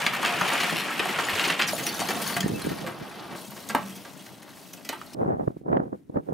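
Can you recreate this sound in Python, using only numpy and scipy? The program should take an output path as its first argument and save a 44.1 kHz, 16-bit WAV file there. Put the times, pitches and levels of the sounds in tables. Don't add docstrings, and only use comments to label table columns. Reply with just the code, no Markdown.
import sys
import numpy as np
from scipy import signal
from scipy.fft import rfft, irfft, next_fast_len
from scipy.io import wavfile
from scipy.ndimage import uniform_filter1d

SR = 44100
rng = np.random.default_rng(int(sys.argv[2]) if len(sys.argv) > 2 else 0)


def log_audio(samples):
    frames = np.atleast_2d(samples).T
    limited = np.clip(frames, -1, 1)
    pcm = np.round(limited * 32767).astype(np.int16)
    wavfile.write(sys.argv[1], SR, pcm)


def boost(x):
    u = np.asarray(x, float) / 20
    return 10 ** u


N = 279153
T = np.arange(N) / SR
LAST_CUT_S = 5.147
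FIELD_DB = -67
GUST_RISE_DB_PER_S = 419.5
SHELTERED_EDGE_DB, OPEN_EDGE_DB = -21.5, 7.5

# f/Hz, density/dB
FIELD_SPECTRUM = [(24, -47.5), (40, -2), (87, -12), (229, 8.5), (273, 14.5), (484, -9), (1250, -34.5),
                  (4800, -50), (9890, -49), (15500, -52)]
# f/Hz, density/dB
WIND_SHARED = [(24, -46), (40, -15), (156, 5), (306, 2), (662, -7.5), (1580, -27.5), (1850, -31.5),
               (2300, -45), (4500, -63.5), (5850, -100), (9900, -120)]
# f/Hz, density/dB
WIND_OPPOSED = [(24, -63.5), (40, -27.5), (123, 6), (319, 9.5), (649, 4.5), (745, 5), (1810, -19),
                (2340, -33.5), (4500, -59.5), (5850, -102), (9900, -120)]
# peak t/s, hold/s, strength/dB, fall/(dB/s), left-right/dB
GUST_EVENTS = [(2.46, .07, -30, 101.5, -1.5), (2.662, 0.0016, -29.5, 109.5, -0.5),
               (2.818, 0, -36.5, 115, -4), (3.018, 0.011, -36.5, 802, 0), (5.149, 0, -36, 125.5, -5.5),
               (5.201, 0.14, -30, 229.5, 1), (5.406, 0, -31, 172, -4), (5.481, 0, -42.5, 135, -3),
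               (5.687, 0.0085, -32, 101.5, -1.5), (5.724, 0.052, -27.5, 146.5, -2.5),
               (5.936, 0.0086, -40, 474, 3), (6.171, 0, -27.5, 370.5, -1.5), (6.298, 0.1, -35.5, 300, -4)]
# t/s, peak level/dB
AIR_SLAPS = [(2.439, -19), (2.457, -14.5), (2.512, -35), (2.641, -23), (2.666, -14), (2.712, -20.5),
             (5.209, -23), (5.258, -25.5), (5.3, -25.5), (5.339, -32), (5.392, -23), (5.473, -12),
             (5.5, -27.5), (5.563, -29.5), (5.609, -38), (5.658, -25), (5.71, -29.5), (5.727, -17),
             (5.765, -19.5), (5.796, -20.5), (5.859, -46.5), (5.875, -33.5), (5.925, -23.5), (6.094, -28.5),
             (6.157, -23), (6.165, -20.5), (6.284, -26.5)]
# f/Hz, level/dB, t60/s
TRAY_MODES = [(194, 3, 0.23), (250, -5.5, 0.11), (329, -5, 0.17), (494, -25.5, 0.28), (596.6, 1.5, 0.17),
              (700, 2, 0.24), (840, -8, 0.13), (806, -9, 0.3), (1210, 2, 0.28), (1320, 5, 0.16),
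              (1840, 4.5, 0.08), (2210, -14, 0.067), (2950, -6.5, 0.34), (2984, 8, 0.14)]
# f/Hz, density/dB
STREAM_SPECTRA = [
    [(24, -71.5), (40, -42), (162, -2.5), (325, -7), (496, -8.5), (704, -2.5), (2770, -4), (4030, -16.5),
     (13000, -28), (15500, -31)],
    [(24, -61), (40, -20.5), (188, 7), (548, -8.5), (722, -2.5), (998, -7), (5720, -20), (7710, -25.5),
     (10100, -21), (15500, -25.5)],
    [(24, -72), (40, -33), (101, -7), (192, 3.5), (509, -18), (591, -15), (859, -19.5), (1130, -22.5),
     (1600, -26), (15500, -33.5)],
]
# t/s, level/dB
LUMP_FLOW = [
    [(0.0, -25.5), (0.102, -32.5), (0.274, -27), (0.626, -25), (0.82, -31), (1.276, -28.5), (1.482, -26),
     (1.668, -35)],
    [(1.668, -37), (1.85, -33), (2.29, -34.5), (2.576, -42.5), (2.722, -36), (2.9, -40), (3.36, -39.5)],
    [(3.36, -40), (3.484, -47), (3.776, -42), (4.29, -48), (5.147, -48.5)],
]
# t/s, level/dB
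GRIT_RUSTLE = [
    [(0.0, -29), (0.102, -36.5), (0.626, -29.5), (0.9, -36.5), (1.482, -29), (1.668, -43.5)],
    [(1.668, -31.5), (2.138, -34.5), (2.29, -30), (2.416, -40.5), (2.722, -40), (2.964, -49), (3.36, -49)],
    [(3.36, -41.5), (3.55, -43), (3.8, -45.5), (4.29, -47.5), (4.434, -54.5), (4.632, -46), (4.85, -50),
     (5.147, -49)],
]
# level/dB at -34.5 dB flow, share of flow swing/1, stream left-right/dB
TRAY_BOOM = [
    (-40, 0.65, 1.4),
    (-38.5, 0.72, 0.2),
    (-38.5, 0.87, 3),
]
# t/s, clack level/dB, clack centre f/Hz, rattle length/s
METAL_LANDINGS = [(0.064, -17.5, 2410, 0.0037), (0.134, -29, 1790, 0.024), (0.229, -27.5, 1275, .012),
                  (0.247, -24.5, 2030, 0.031), (0.411, -21, 1137, 0.0089), (0.479, -29, 2210, 0.044),
                  (0.522, -28.5, 1380, 0.025), (0.6, -27, 2510, 0.014), (0.632, -28, 2000, 0.014),
                  (0.694, -31.5, 2070, 0.018), (0.76, -30.5, 2450, 0.045), (0.905, -36.5, 1840, 0.039),
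                  (0.994, -21.5, 1890, 0.007), (1.054, -29, 840, 0.016), (1.088, -31, 1870, 0.02),
                  (1.187, -26, 1280, 0.01), (1.286, -29.5, 1980, 0.028), (1.353, -32.5, 1900, 0.038),
                  (1.394, -27, 2436, 0.018), (1.442, -23, 2490, .012), (1.476, -38, 1480, 0.0079),
                  (1.498, -20, 1850, 0.0072), (1.594, -20, 1890, .012), (1.614, -23, 2560, 0.022)]
# t/s, clack level/dB, clack centre f/Hz, rattle length/s
HEAP_LANDINGS = [(1.681, -33.5, 2180, 0.018), (1.78, -35.5, 2170, 0.018), (1.865, -29.5, 2280, 0.016),
                 (1.993, -31, 2280, 0.015), (2.017, -39, 1000, .013), (2.088, -27, 1730, 0.008),
                 (2.105, -27, 1600, .011), (2.167, -39.5, 1220, 0.059), (2.219, -34, 2410, 0.0088),
                 (2.263, -36, 1560, 0.058), (2.365, -25, 1730, 0.0098), (2.405, -35.5, 3520, .007),
                 (2.428, -53.5, 1840, 0.018), (2.48, -42, 2420, 0.011), (2.581, -42.5, 1450, 0.059),
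                 (2.64, -39, 1950, .0077), (2.691, -36, 1775, 0.0054), (2.864, -36.5, 1610, .012),
                 (2.875, -36, 1090, 0.014), (2.945, -47.5, 770, 0.0075), (3.209, -49.5, 960, 0.033),
                 (3.31, -42.5, 840, 0.016), (3.351, -37.5, 965, 0.0048)]
# t/s, clack level/dB, clack centre f/Hz, rattle length/s
HAND_LANDINGS = [(3.517, -44, 870, 0.01), (3.565, -42.5, 1440, .015), (3.689, -43, 3300, 0.0033),
                 (3.696, -30, 1400, 0.008), (3.749, -19.5, 1060, .006), (3.861, -51.5, 2430, 0.053),
                 (3.953, -51.5, 2700, 0.018), (4.05, -40.5, 1320, 0.0049), (4.113, -69, 2650, 0.0063),
                 (4.222, -58.5, 2760, 0.0069), (4.262, -45, 1870, 0.0051), (4.287, -53, 870, 0.015),
                 (4.423, -48, 1990, 0.0094), (4.477, -49, 1120, 0.0044), (4.491, -50, 1750, 0.00297),
                 (4.734, -46, 2600, 0.0045), (4.848, -47, 2530, 0.015), (4.89, -31.5, 1880, 0.0071),
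                 (4.927, -34.5, 1290, 0.007), (4.941, -48.5, 1490, 0.011), (5.013, -41.5, 1190, 0.0065),
                 (5.132, -56, 3430, 0.013)]
# thud/dB re clack at -33 dB (sounds 2 dB lower), thud share of clack swing/1, # tick/dB re clack
# at 2 kHz and -26.5 dB (sounds 7.5 dB higher), tick rise/(dB/octave), tick share of clack swing/1
LANDING_KINDS = [
    (-7, 0.21, -19.5, 1.5, 0.55),
    (-4.5, 0.63, -11.5, 12, 1),
    (-8.5, 0.85, -8.5, 14, 1),
]
# t/s, peak level/dB, f/Hz, t60/s
CHIP_EVENTS = [(1.676, -23.5, 5840, 0.035), (1.69, -22.5, 5020, 0.032), (1.732, -23.5, 626, 0.038),
               (1.839, -28.5, 6540, 0.043), (1.868, -21, 5800, 0.038), (1.89, -25.5, 4540, 0.039),
               (1.946, -30, 5860, 0.03), (1.984, -35.5, 14000, 0.015), (2.018, -16.5, 740, 0.019),
               (2.268, -27.5, 4470, 0.028), (2.277, -25, 6500, 0.018), (2.276, -28, 9850, 0.023),
               (2.324, -34, 4330, 0.039), (2.343, -25.5, 4500, 0.027), (2.366, -27, 700, 0.099),
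               (2.405, -30, 3230, 0.03), (2.431, -27, 1798, 0.048), (2.536, -40, 4600, 0.041),
               (2.545, -39.5, 2625, 0.17), (2.62, -34.5, 4120, 0.046), (2.844, -30.5, 524, 0.15),
               (3.411, -42.5, 9760, 0.14), (3.689, -42, 9100, 0.017), (4.732, -37, 6050, 0.028),
               (4.851, -40, 1980, 0.052), (4.891, -26.5, 4000, 0.02)]
# t/s, peak level/dB, f/Hz, t60/s
FLOOR_THUMPS = [(0.126, -26, 183, 0.059), (0.412, -19, 155, 0.072), (0.521, -16, 277, 0.045),
                (0.791, -28, 189, 0.04), (0.884, -26, 292, 0.045), (0.997, -29.5, 211, 0.065),
                (1.051, -25, 257, 0.045), (1.095, -20, 362, 0.047), (1.279, -23, 261, 0.044),
                (1.33, -23.5, 95, 0.09), (1.473, -17.5, 362, 0.04), (1.598, -27, 332, 0.053),
                (1.666, -24, 202, 0.049), (1.857, -28.5, 280, 0.057), (2.096, -23, 446, 0.053),
                (2.175, -36, 186, 0.037), (2.365, -16.5, 189, 0.16), (3.689, -35.5, 280, 0.045),
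                (3.749, -8, 272, 0.033), (3.855, -24, 196, 0.045), (4.856, -31, 220, 0.052),
                (4.891, -20.5, 275, 0.037)]
# t/s, peak level/dB, f/Hz, t60/s
LUMP_KNOCKS = [(0.064, -15.5, 2156, 0.067), (0.133, -18.5, 1287, 0.043), (0.233, -14, 1210, 0.047),
               (0.25, -12, 2670, 0.037), (0.41, -16, 1224, 0.049), (0.52, -18, 1380, 0.045),
               (0.601, -16, 2000, 0.033), (0.635, -16.5, 670, 0.027), (0.695, -15, 1780, 0.045),
               (0.76, -15.5, 2730, 0.031), (0.868, -24, 674, 0.039), (0.904, -22, 1300, 0.036),
               (0.968, -23, 1310, 0.022), (0.994, -13.5, 2450, 0.042), (1.055, -16, 730, 0.035),
               (1.159, -19.5, 1444, 0.051), (1.187, -12.5, 1360, 0.029), (1.285, -19.5, 1854, 0.046),
               (1.355, -21.5, 1940, 0.046), (1.395, -12.5, 2770, 0.026), (1.439, -15.5, 2840, 0.027),
               (1.477, -16, 1064, 0.03), (1.498, -12.5, 2760, 0.024), (1.594, -11, 2700, 0.015),
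               (1.689, -23.5, 1616, 0.052), (1.733, -14.5, 606, 0.029), (1.796, -21, 2020, 0.035),
               (1.866, -22, 2680, 0.023), (1.993, -25, 2080, 0.034), (2.018, -16, 714, 0.015),
               (2.091, -16, 654, 0.028), (2.105, -11, 763, 0.022), (2.167, -22, 730, 0.044),
               (2.218, -23, 624, 0.049), (2.262, -22, 1080, 0.023), (2.323, -27, 638, 0.049),
               (2.366, -16, 1980, 0.017), (2.406, -15.5, 3220, 0.02), (2.428, -30, 1750, 0.043),
               (2.48, -29, 945, 0.034)]
# t/s, peak level/dB, f/Hz, t60/s
SPLINTER_SNAPS = [(0.0653, -18.5, 6780, 0.016), (0.2279, -25.5, 6620, 0.015), (0.26, -21, 6800, 0.017),
                  (0.4, -30, 13000, 0.013), (0.411, -18.5, 6400, 0.015), (0.4833, -24, 6560, 0.015),
                  (0.6005, -33.5, 6660, 0.013), (0.627, -25, 6590, 0.015), (0.904, -29, 6900, 0.017),
                  (0.9921, -26, 9030, 0.015), (1.2497, -21, 6920, 0.021), (1.3932, -24, 6900, 0.017),
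                  (1.4336, -25, 14400, 0.015), (1.478, -20, 9480, 0.023), (1.5928, -27.5, 7940, 0.016),
                  (1.6671, -27, 6800, 0.019), (1.6811, -22, 7420, 0.015), (1.7509, -21.5, 9820, 0.017),
                  (1.788, -23, 10400, 0.013), (1.839, -30.5, 6580, 0.014), (1.8657, -17.5, 10230, 0.017),
                  (1.9395, -33, 7150, 0.015), (1.9824, -30, 14000, 0.015), (1.9994, -23, 9500, 0.017),
                  (2.0872, -20.5, 4470, 0.018), (2.116, -27, 6700, 0.015), (2.2189, -21, 11800, 0.015),
                  (2.2768, -23.5, 9810, 0.012), (2.2775, -19.5, 14700, 0.015), (2.365, -27.5, 13600, 0.015),
                  (2.4066, -18, 6920, 0.014), (2.4299, -25, 6690, 0.018), (2.4793, -25.5, 9080, 0.023),
                  (2.6189, -25, 10680, 0.017), (2.6628, -25, 9650, 0.015), (3.468, -37, 6740, 0.015),
                  (3.5074, -28, 12600, 0.013), (3.689, -27, 9250, 0.018), (3.7474, -24, 12300, 0.018),
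                  (3.9634, -30, 14750, 0.014), (4.7326, -33, 10060, 0.015), (4.8499, -37, 10300, 0.014),
                  (4.8905, -16, 6470, 0.0092)]
# t/s, peak level/dB, f/Hz, t60/s
WALL_RINGS = [(0.195, -31, 690, 0.11), (0.272, -32, 700, 0.41), (0.53, -26, 691, 0.26),
              (0.998, -15.5, 416, 0.024), (3.7, -33, 1100, .03), (3.762, -36, 593, 0.35),
              (3.765, -34, 860, 0.32), (3.79, -29, 194, 0.44), (3.748, -1, 880, 0.008),
              (3.762, -22, 1150, 0.023), (4.891, -22, 11600, .012), (4.897, -19, 650, 0.017),
              (4.929, -24.5, 900, 0.028), (5.015, -25, 1303, 0.013), (5.6, -14, 13600, 0.013)]


def evened(x):
    return x / np.sqrt(np.mean(x ** 2) + 1e-20)


def add(mix, t_s, sound):
    part = mix[..., round(t_s * SR):][..., :sound.shape[-1]]
    part += sound[..., :part.shape[-1]]


def panned(db):
    return boost(np.array([db / 2, -db / 2]))


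def coloured(x, points, lo_hz=0, hi_hz=SR, count=200):
    size = next_fast_len(x.shape[-1])
    z, hz = rfft(x, size), np.fft.rfftfreq(size, 1 / SR) + 1
    edges = np.geomspace(20, SR / 2, num=count)
    power = (abs(z) ** 2).reshape(-1, len(hz)).mean(0)
    summed = np.interp(edges, hz, np.cumsum(power))
    density = np.sqrt(np.diff(summed) / np.diff(edges)) + 1e-12
    own = np.interp(hz, np.sqrt(edges[1:] * edges[:-1]), density)
    f, db = np.transpose(points)
    wanted = boost(np.interp(np.log(hz), np.log(f), db))
    band = 1 / np.sqrt((1 + (lo_hz / hz) ** 6) * (1 + (hz / hi_hz) ** 6))
    return evened(irfft(z / own * wanted * band, size)[..., :x.shape[-1]])


def ring(hz, db, t60_s, seconds):
    t = np.arange(round(seconds * SR))[:, None] / SR
    decay = boost(db - 60 * t / t60_s)
    return (decay * np.sin(2 * np.pi * (hz * t + rng.random(len(hz))))).sum(1)


def grains(size, lo_hz, hi_hz, cycles, per_s, spread_db, wide_db, count=26):
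    force = boost(spread_db * np.minimum(rng.exponential(1, size), 5))
    force = force * (rng.random(size) < per_s / SR)
    lump, out = rng.integers(0, count, size), np.zeros((2, size))
    for k in range(count):
        place = (k + rng.random(3) * [1, 6, -6]) / count % 1
        hz = lo_hz * (hi_hz / lo_hz) ** place
        body = ring(hz, 0, cycles / hz * rng.uniform(0.44, 1.35, 3), 0.19)
        struck = signal.oaconvolve(force * (lump == k), body)[:size]
        out += panned(wide_db * rng.standard_normal())[:, None] * struck
    return out


def trough(x, wet_db, t60_s, apart):
    t = np.arange(SR // 2) / SR
    hz, db, wall_t60_s = np.transpose(TRAY_MODES)
    both, left, right = rng.standard_normal((3, len(t))) * boost(-60 * t / t60_s) * (t > .002)
    echo = both + apart * np.array([left, right])
    dull = uniform_filter1d(echo, size=7)
    echo = evened(dull + (echo - dull) * boost(-90 * t / t60_s))
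    walls = evened(ring(hz, db, wall_t60_s, .5))
    tail = (echo + boost(-13.0) * walls) / np.sqrt(len(t))
    return x + boost(wet_db) * signal.fftconvolve(x, tail, axes=1)[:, :x.shape[1]]


def field():
    a = rng.standard_normal((4, N))
    drift_db = 2.2 * evened(uniform_filter1d(a[3], 3000))
    drift = boost(drift_db + 1.5 * (T < 5.3))
    hiss = coloured(a[:2] * 1.2 + a[2], FIELD_SPECTRUM, 1500)
    rumble = coloured(a[:2] + a[2], FIELD_SPECTRUM, 0, 1200)
    return boost(FIELD_DB - 2.0) * drift * hiss + boost(-58.0) * rumble


def gusts():
    s, hold, db, fall, pan = np.transpose(GUST_EVENTS)[:, :, None]
    t = T[::64]
    rise_loss_db = GUST_RISE_DB_PER_S * np.maximum(s - t, 0)
    each_db = db - rise_loss_db - fall * np.maximum(t - s - hold, 0)
    other_side = (t < LAST_CUT_S) != (s < LAST_CUT_S)
    weight = boost(np.maximum(each_db, -110) - 140 * other_side)
    level_db, pan_db = 20 * np.log10(weight.max(0)), (weight * pan).sum(0) / weight.sum(0)
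    edge_db = np.where(T < LAST_CUT_S, SHELTERED_EDGE_DB, OPEN_EDGE_DB)
    return np.interp(T, t, level_db), edge_db, np.interp(T, t, pan_db)


def wind():
    level_db, edge_db, pan_db = gusts()
    kicks = rng.standard_normal((2, N)) * (rng.random((2, N)) < 1100 / SR)
    kicks *= boost(2.46 * evened(uniform_filter1d(rng.standard_normal(N), 300)))
    kicks = boost(level_db) * evened(kicks)
    for s, db in AIR_SLAPS:
        add(kicks, s, boost(db - 3.0) * rng.standard_normal((2, 500)) * np.hanning(500))
    sharp = kicks * boost(edge_db + 0.59 * (level_db + 28.0))
    soft_gain, sharp_gain = np.std(kicks), np.std(sharp)
    mid = soft_gain * coloured(kicks[0], WIND_SHARED, 0, 418)
    mid = mid + sharp_gain * boost(-13.0) * coloured(sharp[0], WIND_SHARED, 480)
    side = soft_gain * boost(-2.5) * coloured(kicks[1], WIND_OPPOSED, 0, 620)
    side = side + sharp_gain * boost(-4.5) * coloured(sharp[1], WIND_OPPOSED, 480)
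    ports = panned(pan_db) * np.array([mid + side, mid - side])
    return 0.36 * np.tanh(ports / 0.42)


def straw():
    size = N - round(LAST_CUT_S * SR)
    clumps = boost(3.9 * evened(uniform_filter1d(rng.standard_normal(size), 700)))
    crackle = grains(size, 2500, 15000, cycles=3.3, per_s=900, spread_db=1.5, wide_db=7.0, count=8)
    return boost(-80.0) * evened(clumps * crackle)


def chinks():
    s, db = np.transpose(sum(GRIT_RUSTLE, []))
    size = round(LAST_CUT_S * SR)
    rung = grains(size, 2600, 11500, cycles=230, per_s=150, spread_db=3.0, wide_db=4.5, count=9)
    return boost(np.interp(T[:size], s, db) - 11.0) * evened(rung)


def chips():
    out = np.zeros((2, N))
    for s, db, hz, t60_s in CHIP_EVENTS:
        modes_hz = hz * np.array([1, 1.52, 2.27]) % (SR / 2)
        add(out, s, ring(modes_hz, db - np.array([0, 15, 15]), max(t60_s, .005), 0.034))
    return out


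def tap(db, hz, t60_s, side_db, apart):
    t = np.arange(SR // 5)[:, None] / SR
    modes_t60_s = np.clip(t60_s, .005, .4) * np.array([1, .6, .45])
    modes_hz = hz * np.array([1, 1 / apart, apart ** 1.2])
    modes = boost(side_db * np.array([0, 1, 1]) - 60 * t / modes_t60_s) * np.sin(2 * np.pi * modes_hz * t)
    rise_s = 1.3 / hz + .0015 * (hz > 6000)
    return boost(db) * modes.sum(1) * np.minimum(t[:, 0] / rise_s, 1)


def taps():
    out = np.zeros((2, N))
    kinds = ((FLOOR_THUMPS, -3, -7, 1.24), (LUMP_KNOCKS, -5, -4, 1.3),
             (SPLINTER_SNAPS, -2.5, -2.5, 1.42), (WALL_RINGS, 0, -10, 1.2))
    for rows, trim_db, side_db, apart in kinds:
        for s, db, hz, t60_s in rows:
            add(out, s, tap(db + trim_db, hz, t60_s, side_db, apart))
    return out


def hit(db, hz, thud_db, tick_db, length_s):
    luck, length_s = rng.random((4, 40)), np.clip(length_s, .002, .08)
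    blows = np.zeros(SR // 5)
    at = (2.2 * luck[0] * length_s * SR).astype(int)
    blows[at] = (luck[1] - .5) * boost(-20 * luck[0] ** 1.6)
    blows[0] = 0.22
    spread = (np.arange(40) + luck[2]) / 40
    clack_hz, tick_hz = 520 * 9.97 ** spread, 4500 * 3.4 ** spread
    thud_hz = np.r_[TRAY_MODES[0][0], 210 * 2.5 ** spread[::5]]
    clack_mode_db = -8 * abs(np.log2(clack_hz / hz)) ** 0.36
    clack = ring(clack_hz, clack_mode_db, np.clip(24 / clack_hz, .008, .035), 0.088)
    thud = ring(thud_hz, np.r_[-11, np.zeros(8)], np.r_[.45, np.full(8, .07)], 0.3)
    tick = ring(tick_hz, 0, 0.0016, .02)
    hump = [(hz / 8, -26), (hz / 2, -6), (hz, 0), (hz * 2, -8), (hz * 8, -28)]
    sound, head = np.zeros(SR // 2), round(max(length_s, .008) * SR)
    for body, part_db in ((clack, 0), (thud, thud_db - 2.0), (tick, tick_db + 7.5)):
        part = signal.fftconvolve(blows, body)
        if body is clack:
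            part = coloured(part, hump, 260, 4500, count=60)[:SR // 4]
        add(sound, 0, boost(db + part_db - 1.5) * part / np.std(part[:head]))
    sound = signal.lfilter(*signal.butter(2, 140, "high", fs=SR), sound)
    return panned(4 * (luck[3, 0] - .4))[:, None] * sound


def landings():
    out = np.zeros((2, N))
    for rows, kind in zip((METAL_LANDINGS, HEAP_LANDINGS, HAND_LANDINGS), LANDING_KINDS):
        thud_db, share, tick_db, tick_rise_db, tick_share = kind
        for s, db, hz, length_s in rows:
            grit_db = tick_db + tick_rise_db * np.log2(hz / 2000) + (tick_share - 1) * (db + 26.5)
            add(out, s, hit(db, hz, thud_db + (share - 1) * (db + 33), grit_db, length_s))
    return out


def pour(flow, rustle, boom_rule, colour):
    t = T[round(flow[0][0] * SR):round(flow[-1][0] * SR)]
    size = len(t)
    flow_db, rustle_db = np.interp(t, *np.transpose(flow)), np.interp(t, *np.transpose(rustle))
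    base_db, share, pan_db = boom_rule
    boom_db = base_db + share * (flow_db + 34.5) - 2.0
    clink = grains(size, 496, 4450, cycles=14.5, per_s=1400, spread_db=2.5, wide_db=2.5)
    clink = trough(clink, -1.2, 0.046, 0.41)
    boom = grains(size, 78.4, 548, cycles=12.0, per_s=200, spread_db=3.5, wide_db=0.0)
    boom = trough(boom, .5, 0.27, 0.7)
    fizz = grains(size, 3500, 15000, cycles=4.2, per_s=2000, spread_db=2.0, wide_db=7.5)
    fizz = trough(fizz, 8.5, 0.024, 0.13)
    stream = boost(flow_db - 3.0) * coloured(clink, colour, 450, 4980)
    stream = stream + boost(boom_db) * coloured(boom, colour, 0, 550)
    stream = stream + boost(rustle_db - 5.0) * coloured(fizz, colour, 3800)
    return panned(pan_db)[:, None] * stream


def scene():
    mix = field() + wind()
    add(mix, LAST_CUT_S, straw())
    add(mix, 0, chinks())
    at_tray = T < LAST_CUT_S
    add(mix, 0, trough(taps(), -8.5, 0.13, 0.89) * at_tray)
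    add(mix, 0, trough(chips() + landings(), -5.5, 0.33, 0.64) * at_tray)
    for flow, *rest in zip(LUMP_FLOW, GRIT_RUSTLE, TRAY_BOOM, STREAM_SPECTRA):
        add(mix, flow[0][0], pour(flow, *rest))
    return mix


def scattered(x, spread_s, above_hz):
    size = next_fast_len(N)
    hz = np.fft.rfftfreq(size, 1 / SR)
    wander = evened(uniform_filter1d(rng.standard_normal(len(hz)), size=900))
    delay_s = spread_s * wander / (1 + (above_hz / (hz + 1)) ** 6)
    turn = np.exp(-2j * np.pi * np.cumsum(delay_s) * SR / size)
    return irfft(rfft(x, size) * turn, size)[:, :N]


def band_limit(x):
    return signal.sosfilt(signal.butter(12, 15950, fs=SR, output="sos"), x)


def record(dry):
    x = scattered(dry, 0.00092, 6800)
    x = signal.lfilter(*signal.iirnotch(7560, 60, SR), x)
    x = signal.lfilter(*signal.butter(1, 45, "high", fs=SR), x)
    lowpass = signal.firwin(301, 15800, window=("kaiser", 8), fs=SR)
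    x = signal.oaconvolve(x, lowpass[None], "same")
    return band_limit(x)


dry = scene()
out = record(dry)
log_audio(out)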